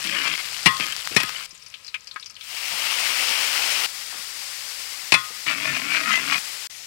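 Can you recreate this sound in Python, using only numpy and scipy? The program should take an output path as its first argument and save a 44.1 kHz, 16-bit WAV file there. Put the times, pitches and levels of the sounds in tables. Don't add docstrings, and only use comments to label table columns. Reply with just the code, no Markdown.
import sys
import numpy as np
from scipy import signal
from scipy.fft import rfft, irfft, next_fast_len
from scipy.io import wavfile
from scipy.ndimage import uniform_filter1d, minimum_filter1d, map_coordinates

SR = 44100
rng = np.random.default_rng(int(sys.argv[2]) if len(sys.argv) > 2 else 0)


def dump(signal):
    limited = np.clip(np.atleast_2d(signal).T, -1, 1)
    pcm = np.round(limited * 32767).astype(np.int16)
    wavfile.write(sys.argv[1], SR, pcm)


N = 302526
TOP_HZ = 15850

# (frequency [Hz], gain [dB])
FRYING = [(88, -21), (150, -5), (193, -25), (302, -15.5), (404, -15.5), (561, -11), (1020, -7.5),
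          (1240, -4.5), (2860, 0.5), (3550, -3), (4840, 1), (6470, -7.5), (7560, -5), (15500, -17.5)]
QUIET_OIL = [(290, -44), (500, -8.5), (927, -16), (1030, -19), (1450, -10), (2390, 0.5), (3530, -3),
             (5050, -0.5), (6550, -10), (7450, -7.5), (15500, -22)]
BOILING = [(71, -61), (120, -34), (260, -18), (432, -20), (498, -13.5), (1270, -6.5), (1650, -6.5),
           (2290, 0), (3050, 0), (3580, -6), (5170, -4), (6460, -10.5), (8770, -11), (11000, -16.5),
           (15500, -18.5)]
WET_OIL = [(120, -27), (200, -22), (392, -18.5), (596, -12), (653, -18), (769, -9.5), (974, -11),
           (1050, -8), (1650, -6), (1950, -1.5), (3890, -3.5), (4840, 0.5), (6470, -6), (7480, -4.5),
           (15500, -16)]
SIMMERING = [(180, -49), (300, -23), (863, -13.5), (1260, -12), (1460, -10), (1560, -17), (1870, -4),
             (3690, -6), (3870, -6), (5570, -2.5), (15500, -20.5)]
# (start [s], end [s], colour, level above 6.5 kHz [dB], build-up time [s], drift [dB/s],
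# bursts [1/s], spread of burst strength [dB], share of bursts in the power [0-1])
STAGES = [(0, 1.464, FRYING, -40, 0.00068, -3, 2970, 3, 0.62),
          (1.448, 2.421, QUIET_OIL, -59.5, .002, -5, 1700, 1, 0.3),
          (2.38, 3.863, BOILING, -31.5, 0.46, -1.4, 4260, 0.5, 0.36),
          (3.862, 6.672, WET_OIL, -42, .001, 0.29, 4000, 2.5, 0.09),
          (6.698, 6.9, SIMMERING, -47.5, .001, -2, 4700, 1, 0.08)]
# (frequency [Hz], gain [dB])
BOWL = [(40, -53), (90, -23), (125, -2.5), (190, -2), (265, -2.5), (420, -8), (620, -13.5), (1000, -23),
        (4000, -67)]


def amp(db):
    return 10 ** (np.asarray(db) / 20)


def unit(x):
    return x / np.sqrt(np.mean(x ** 2) + 1e-20)


def add(track, s, sound):
    room = track[max(round(s * SR), 0):][:len(sound)]
    room += sound[:len(room)]


def gate(start, end, edge=0.0022):
    t = np.arange(N) / SR
    return np.clip(np.minimum(t - start, end - t) / edge + .5, 0, 1)


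def bell(s, spread):
    return np.exp(-.5 * ((np.arange(N) / SR - s) / spread) ** 2)


def wobble(rate):
    knots = rng.standard_normal(int(N * rate / SR) + 4)
    steps = np.arange(0, N, 32)
    curve = map_coordinates(knots, [steps * rate / SR])
    return np.interp(np.arange(N), steps, curve)


def filtered(x, response):
    m = next_fast_len(len(x) + SR // 4)
    return irfft(rfft(x, m) * response(np.fft.rfftfreq(m, 1 / SR)), m)[:len(x)]


def coloured(x, points, size=4096):
    hz, db = np.transpose(points)
    gain = amp(np.interp(np.log(np.fft.rfftfreq(size, 1 / SR) + 1), np.log(hz), db))
    cepstrum = irfft(np.log(gain + 1e-6))[:size // 2]
    cepstrum[0] /= 2
    impulse = irfft(np.exp(rfft(2 * cepstrum, size)))
    return signal.fftconvolve(x, impulse)[:len(x)]


def band_unit(x, lo, hi):
    return x / np.std(filtered(x, lambda hz: (hz > lo) & (hz < hi)))


def resonance(f, hz, width):
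    return 1j * f * width / (hz * hz - f * f + 1j * f * width)


def burst(t60):
    t = np.arange(SR // 4) / SR
    return rng.standard_normal(len(t)) * amp(-60 * t / t60)


def grains(rate, spread_db, length, life=0.00023, size=40):
    when, pitch, chance = rng.random((int(rate * length / SR), 3)).T
    t = np.arange(size) / SR
    strength = amp(-spread_db * np.log(chance + .006))
    waves = np.cos(2 * np.pi * TOP_HZ * pitch[:, None] * t) * np.exp(-t / life)
    waves = strength[:, None] * waves
    places = (when * length).astype(int)[:, None] + np.arange(size)
    return unit(np.bincount(places.ravel(), waves.ravel(), length)[:length])


def patchy(x, depth_db, size, count):
    z = signal.stft(x, nperseg=size)[2]
    field = uniform_filter1d(rng.standard_normal(z.shape), 2, axis=0)
    field = uniform_filter1d(field, count, axis=1)
    return signal.istft(z * amp(depth_db * unit(field)), nperseg=size)[1][:N]


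def puff(sound, size=220):
    return sound / (np.sqrt(2 * np.pi) * np.std(sound[:size]))


def even(x, size=1100):
    return x / np.sqrt(np.abs(uniform_filter1d(x ** 2, size)) + 1e-9)


def sizzle():
    # (time [s], level change [dB], spread in time [s])
    swells = [(.85, 0.5, 0.29), (1.422, -2, 0.057), (4.64, 0.5, 0.14), (5.297, -1.5, 0.19),
              (6.358, 1.5, 0.11)]
    coarse_hz, coarse_build_s = 2100, 0.23
    out = np.zeros(N)
    for start, end, colour, level_db, build_s, drift_db, rate, spread_db, share in STAGES:
        fade = gate(start, end)
        span = np.flatnonzero(fade)
        age = np.arange(len(span)) / SR
        bubbles = grains(rate, spread_db, len(span))
        steam = rng.standard_normal(len(span))
        fizz = np.sqrt(share) * bubbles + np.sqrt(1 - share) * steam
        fizz = band_unit(coloured(fizz, colour), 6500, 15000)
        if colour == BOILING:
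            coarse = filtered(fizz, lambda hz: 1 / (1 + (hz / coarse_hz) ** 2))
            fizz = fizz - np.exp(-age / coarse_build_s) * coarse
        build_up = 1 - np.exp(-age / build_s)
        out[span] += fade[span] * build_up * amp(level_db + drift_db * age) * fizz
    swell_db = sum(db * bell(s, spread) for s, db, spread in swells)
    unsteady = out * amp(swell_db + 0.62 * wobble(45))
    return patchy(unsteady, depth_db=0.8, size=256, count=8)


def snaps(count=36):
    # (time [s], peak level [dB])
    loud = [(0.35, -18), (.278, -14), (.378, -16), (.488, -18), (.5955, -24), (.867, -14), (0.885, -17),
            (0.924, -18), (.965, -14.5), (1.074, -11), (1.152, -17), (1.2333, -11), (1.294, -16)]
    loudest_db, range_db = -22.5, 13
    out = np.zeros(N)
    small = [(when * STAGES[0][1], loudest_db - range_db * weak) for when, weak in rng.random((count, 2))]
    for s, db in loud + small:
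        crack = burst(t60=.0018) + .04 * burst(t60=.025)
        crack = coloured(crack, [(150, -33), (1300, 2.5), (3000, 1.0), (5500, 2), (9000, -13), (15000, -16)])
        add(out, s, amp(db) * crack / abs(crack).max())
    return out


def scrapes():
    # (frequency [Hz], gain [dB])
    dry_grating = [(100, -61), (400, -38), (560, -17), (950, -21), (1080, -4), (1400, -7.5), (1700, 0),
                   (1880, -4.5), (2150, 3.5), (2650, 0), (3200, -0.5), (3700, -11.5), (5200, -11.5),
                   (9000, -40), (15000, -60)]
    wet_grating = [(100, -36.5), (430, -64), (650, -10), (790, -19), (950, -14), (1090, -6.5), (1380, -2),
                   (1560, -7), (2050, -2), (2400, 1.5), (3050, -5.5), (3800, -12.5), (5300, -16),
                   (12000, -37)]
    # (touch [s], lift [s], scrape level [dB], rumble level of the bowl [dB],
    # fading of the rumble [dB/s], state of the pan)
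    drags = [(0.042, 0.359, -32, -42.5, 23, "dry"), (0.378, 0.413, -32.5, -60, 0, "dry"),
             (0.805, 0.939, -36.5, -44.5, 132, "dry"), (1.112, 1.15, -38, -43, 100, "dry"),
             (1.185, 1.448, -39.5, -55, 67, "dry"), (5.463, 6.387, -33, -46.5, -2.5, "wet")]
    # (time [s], level [dB], spread in time [s])
    pushes = [(0.172, -28.5, 0.043), (0.262, -26.5, 0.028), (0.338, -30.5, 0.023), (0.815, -28.5, 0.029),
              (1.203, -32, 0.014), (5.5, -25, 0.03), (5.67, -28.5, .04), (5.762, -27, 0.015),
              (5.962, -24, 0.04), (6.12, -23, 0.046), (6.332, -22.5, 0.03)]
    # (time [s], pitch [Hz], level [dB], spread in time [s])
    squeals = [(0.278, 2640, -25, 0.0086), (.927, 3120, -25.5, 0.0031), (1.363, 3010, -28, 0.0043),
               (5.495, 2340, -27, 0.016), (5.7, 1783, -29.5, 0.023), (5.712, 138.5, -40, 0.031),
               (5.937, 2310, -26, 0.035), (6.149, 2040, -20.5, 0.028)]
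    drone_hz, drone_wander_hz, wander_per_s = 269.4, 27.96, 9

    slips = grains(1200, spread_db=1.5, length=N) + 0.5 * rng.standard_normal(N)
    slips = patchy(slips * amp(1.6 * wobble(110)), depth_db=4.5, size=2048, count=4)
    dry_scrape, wet_scrape, rumble = [even(coloured(slips, c)) for c in (dry_grating, wet_grating, BOWL)]
    phase = 2 * np.pi * np.cumsum(drone_hz + drone_wander_hz * wobble(wander_per_s)) / SR
    note = wobble(50) * np.sin(phase) + wobble(50) * np.cos(phase)
    drone = 0.81 * note + 0.63 * rumble

    out, t = np.zeros(N), np.arange(N) / SR
    push_power = sum((amp(db) * bell(s, spread)) ** 2 for s, db, spread in pushes)
    for touch, lift, scrape_db, rumble_db, fading_db, state in drags:
        grate, low = (wet_scrape, drone) if state == "wet" else (dry_scrape, rumble)
        force = np.sqrt(amp(scrape_db) ** 2 + push_power)
        age = np.clip(t - touch, 0, lift - touch)
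        out += gate(touch, lift) * (force * grate + amp(rumble_db - fading_db * age) * low)
    waver = 0.59 * wobble(130)
    for s, hz, db, spread in squeals:
        out += amp(db) * bell(s, spread) * np.sin(2 * np.pi * hz * t + waver)
    return out


def blows():
    # (time [s], level [dB], thud level against the crash [dB],
    # pitch of the blade [Hz], time for the crash to fall by 60 dB [s])
    hits = [(0.659, -5.5, -9.5, 1930, 0.075), (0.6648, -1, -21, 2820, 0.04), (0.688, -26, -2, 2020, 0.034),
            (0.798, -20, -10, 2670, 0.047), (1.1638, -6.5, -7.5, 1900, 0.03), (1.168, -9, -19, 2494, 0.055),
            (1.202, -17, -19, 2500, 0.069), (1.234, -21, -10, 1680, 0.027), (5.1213, -5, -14.5, 2526, 0.06),
            (5.1403, -8, -35, 2100, 0.045), (5.1434, -13, -29, 2580, 0.077),
            (5.467, -28.5, -7.5, 2220, .05), (5.733, -24, -28, 2200, 0.045)]
    # (time [s], pitch [Hz], level [dB], time to fall by 60 dB [s], rise time [s], width of the note [Hz])
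    rings = [(.674, 1072, -10.5, .22, .026, .8), (1.166, 1911, -22, .15, .004, 6),
             (5.122, 4346, -17, .07, .002, 12), (5.14, 1238, -32, .28, .008, 14),
             (5.14, 1440, -24, .22, .008, 14), (5.14, 2550, -16, .09, .002, 10),
             (5.14, 3435, -23, .17, .004, 8), (5.14, 4070, -21, .08, .002, 10)]
    # (pitch [Hz], relative level [dB], time to fall by 60 dB [s])
    steel = [(123, -11.5, 0.24), (173, -7.5, 0.12), (281, -14.5, 0.14), (1062, -4, 0.31),
             (1250, -10.5, 0.84), (1460, -16.5, 0.68), (1738, -8, 0.2), (1903, 1.5, 0.21), (2060, -7, 0.35),
             (2390, -1, 0.15), (2570, -16, 0.17), (2710, -14, 0.35), (3360, -5, 0.34), (3580, -19, 0.31),
             (3900, -16, 0.091), (4270, -6, 0.078)]
    # (frequency [Hz], gain [dB])
    crash_colour = [(80, -46), (500, -21.5), (700, -15.5), (1050, -9.5), (1450, -16), (1900, -12.5),
                    (2250, -3), (2600, -3), (3100, -10.5), (4200, -10.5), (5500, -11.5), (6300, -21.5),
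                    (9000, -20.5), (15500, -42)]
    out, t = np.zeros(N), np.arange(SR // 4) / SR

    def swell(rise):
        return 1 - np.exp(-t / rise)

    def tone(hz, t60, width_hz):
        wander = np.cumsum(rng.standard_normal(len(t))) * np.sqrt(2 * np.pi * width_hz / SR)
        wave = np.sin(2 * np.pi * (hz * t + rng.random()) + wander)
        return wave * np.exp(-np.log(1000) * t / t60)

    for s, db, thud_db, blade_hz, crash_t60 in hits:
        crash = burst(crash_t60) + 0.097 * burst(3 * crash_t60)
        crash = puff(coloured(crash, crash_colour))
        thud = amp(thud_db) * puff(coloured(burst(t60=0.033), BOWL))
        blade = amp(-5) * tone(blade_hz, 1.42 * crash_t60, width_hz=31)
        modes = np.zeros(len(t))
        for hz, level_db, t60 in steel:
            modes += amp(level_db + rng.normal(0, 2)) * tone(hz, t60, width_hz=.008 * hz)
        notes = swell(0.00084) * (blade + amp(-22) * modes)
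        add(out, s, amp(db + 1.36) * (crash + thud + notes))
    for s, hz, db, t60, rise, width_hz in rings:
        add(out, s, amp(db) * tone(hz, t60, width_hz) * swell(rise))
    return signal.sosfilt(signal.butter(4, 110, "high", fs=SR, output="sos"), out)


def spits(count=48):
    # (time [s], level [dB], pitch [Hz])
    drops = [(1.508, -30.5, 5330), (1.549, -35, 7240), (1.6232, -33, 5040), (1.6627, -30, 5000),
             (1.7404, -25, 3200), (1.8464, -30, 4800), (1.8647, -30, 4900), (1.879, -25.5, 4200),
             (1.942, -19.5, 2500), (2.0715, -27.5, 4800), (2.1122, -25.5, 3860), (2.1605, -26, 1700),
             (2.1965, -30, 4850), (2.226, -27.5, 3640), (2.2593, -26, 5030), (2.299, -31, 5060),
             (2.353, -34, 4320), (2.3653, -30.5, 2980), (2.41, -27, 3580)]
    # (pitch [Hz], width [Hz], relative level [dB])
    hollow = [(1060, 55, 14), (1270, 88, 15), (1530, 80, 2), (1640, 43, 9), (2240, 120, 7), (2450, 200, -1),
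              (3030, 150, -17)]
    out = np.zeros(N)
    for s, db, hz in drops:
        pop = filtered(burst(t60=0.077),
                       lambda f: resonance(f, hz, 1200) ** 2 + 0.23 * resonance(f, 2980, 2300) ** 2)
        add(out, s, amp(db - 3.5) * puff(pop))
    start, end = STAGES[1][:2]
    for when, pitch, weakness in rng.random((count, 3)):
        tick = filtered(burst(t60=0.0085), lambda f: resonance(f, 5200 + 4300 * pitch, 1500) ** 2)
        add(out, start + (end - start) * when, amp(-39 - 23 * weakness) * puff(tick))
    air = out + amp(-55.0) * gate(1.463, 2.5) * rng.standard_normal(N)
    echo = filtered(air, lambda f: sum(amp(db) * resonance(f, hz, width) for hz, width, db in hollow))
    return out + amp(-4.0) * echo


def plops():
    # (time [s], peak level [dB], pitch [Hz], time for the noise to fall by 60 dB [s])
    landings = [(1.528, -51.5, 220, 0.028), (2.159, -38.5, 620, 0.017), (2.539, -44.5, 615, 0.083),
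                (2.719, -48, 150, .3), (4.125, -32.5, 1240, 0.48), (4.14, -50, 260, .2),
                (4.19, -50, 160, 0.092), (5.305, -40, 397, 0.055)]
    out = np.zeros(N)
    for s, db, hz, t60 in landings:
        pat = filtered(burst(t60), lambda f: resonance(f, hz, 1.16 * hz) ** 2)
        add(out, s, amp(db) * pat / abs(pat).max())
    return out


def scene():
    # (frequency [Hz], gain [dB])
    outdoors = [(12, -47), (20, -1), (87, 1.5), (134, 2.5), (255, -8), (418, -9.5), (496, -2), (800, -28),
                (1040, -45), (1760, -120)]
    air = amp(-68.5) * unit(coloured(rng.standard_normal(N), outdoors))
    wok = sizzle() + snaps() + scrapes() + blows() + spits() + plops()
    silence = gate(6.673, 6.697)
    return (wok + air) * (1 - silence) * np.ones((2, 1))


def record(dry, size=48):
    left = 2 * dry[0]
    needed = 1 / np.maximum(np.abs(left) / 1.15, 1)
    limiter = uniform_filter1d(minimum_filter1d(needed, size), size)
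    left = np.clip(left * limiter, -1, 1)
    hiss = unit(coloured(rng.standard_normal(N), [(50, -2), (500, -1), (15000, -1)]))
    right = amp(-63) * dry[1] + amp(-75.5) * hiss
    return np.array([filtered(side, lambda hz: hz < TOP_HZ) for side in (left, right)])


dry = scene()
out = record(dry)
dump(out)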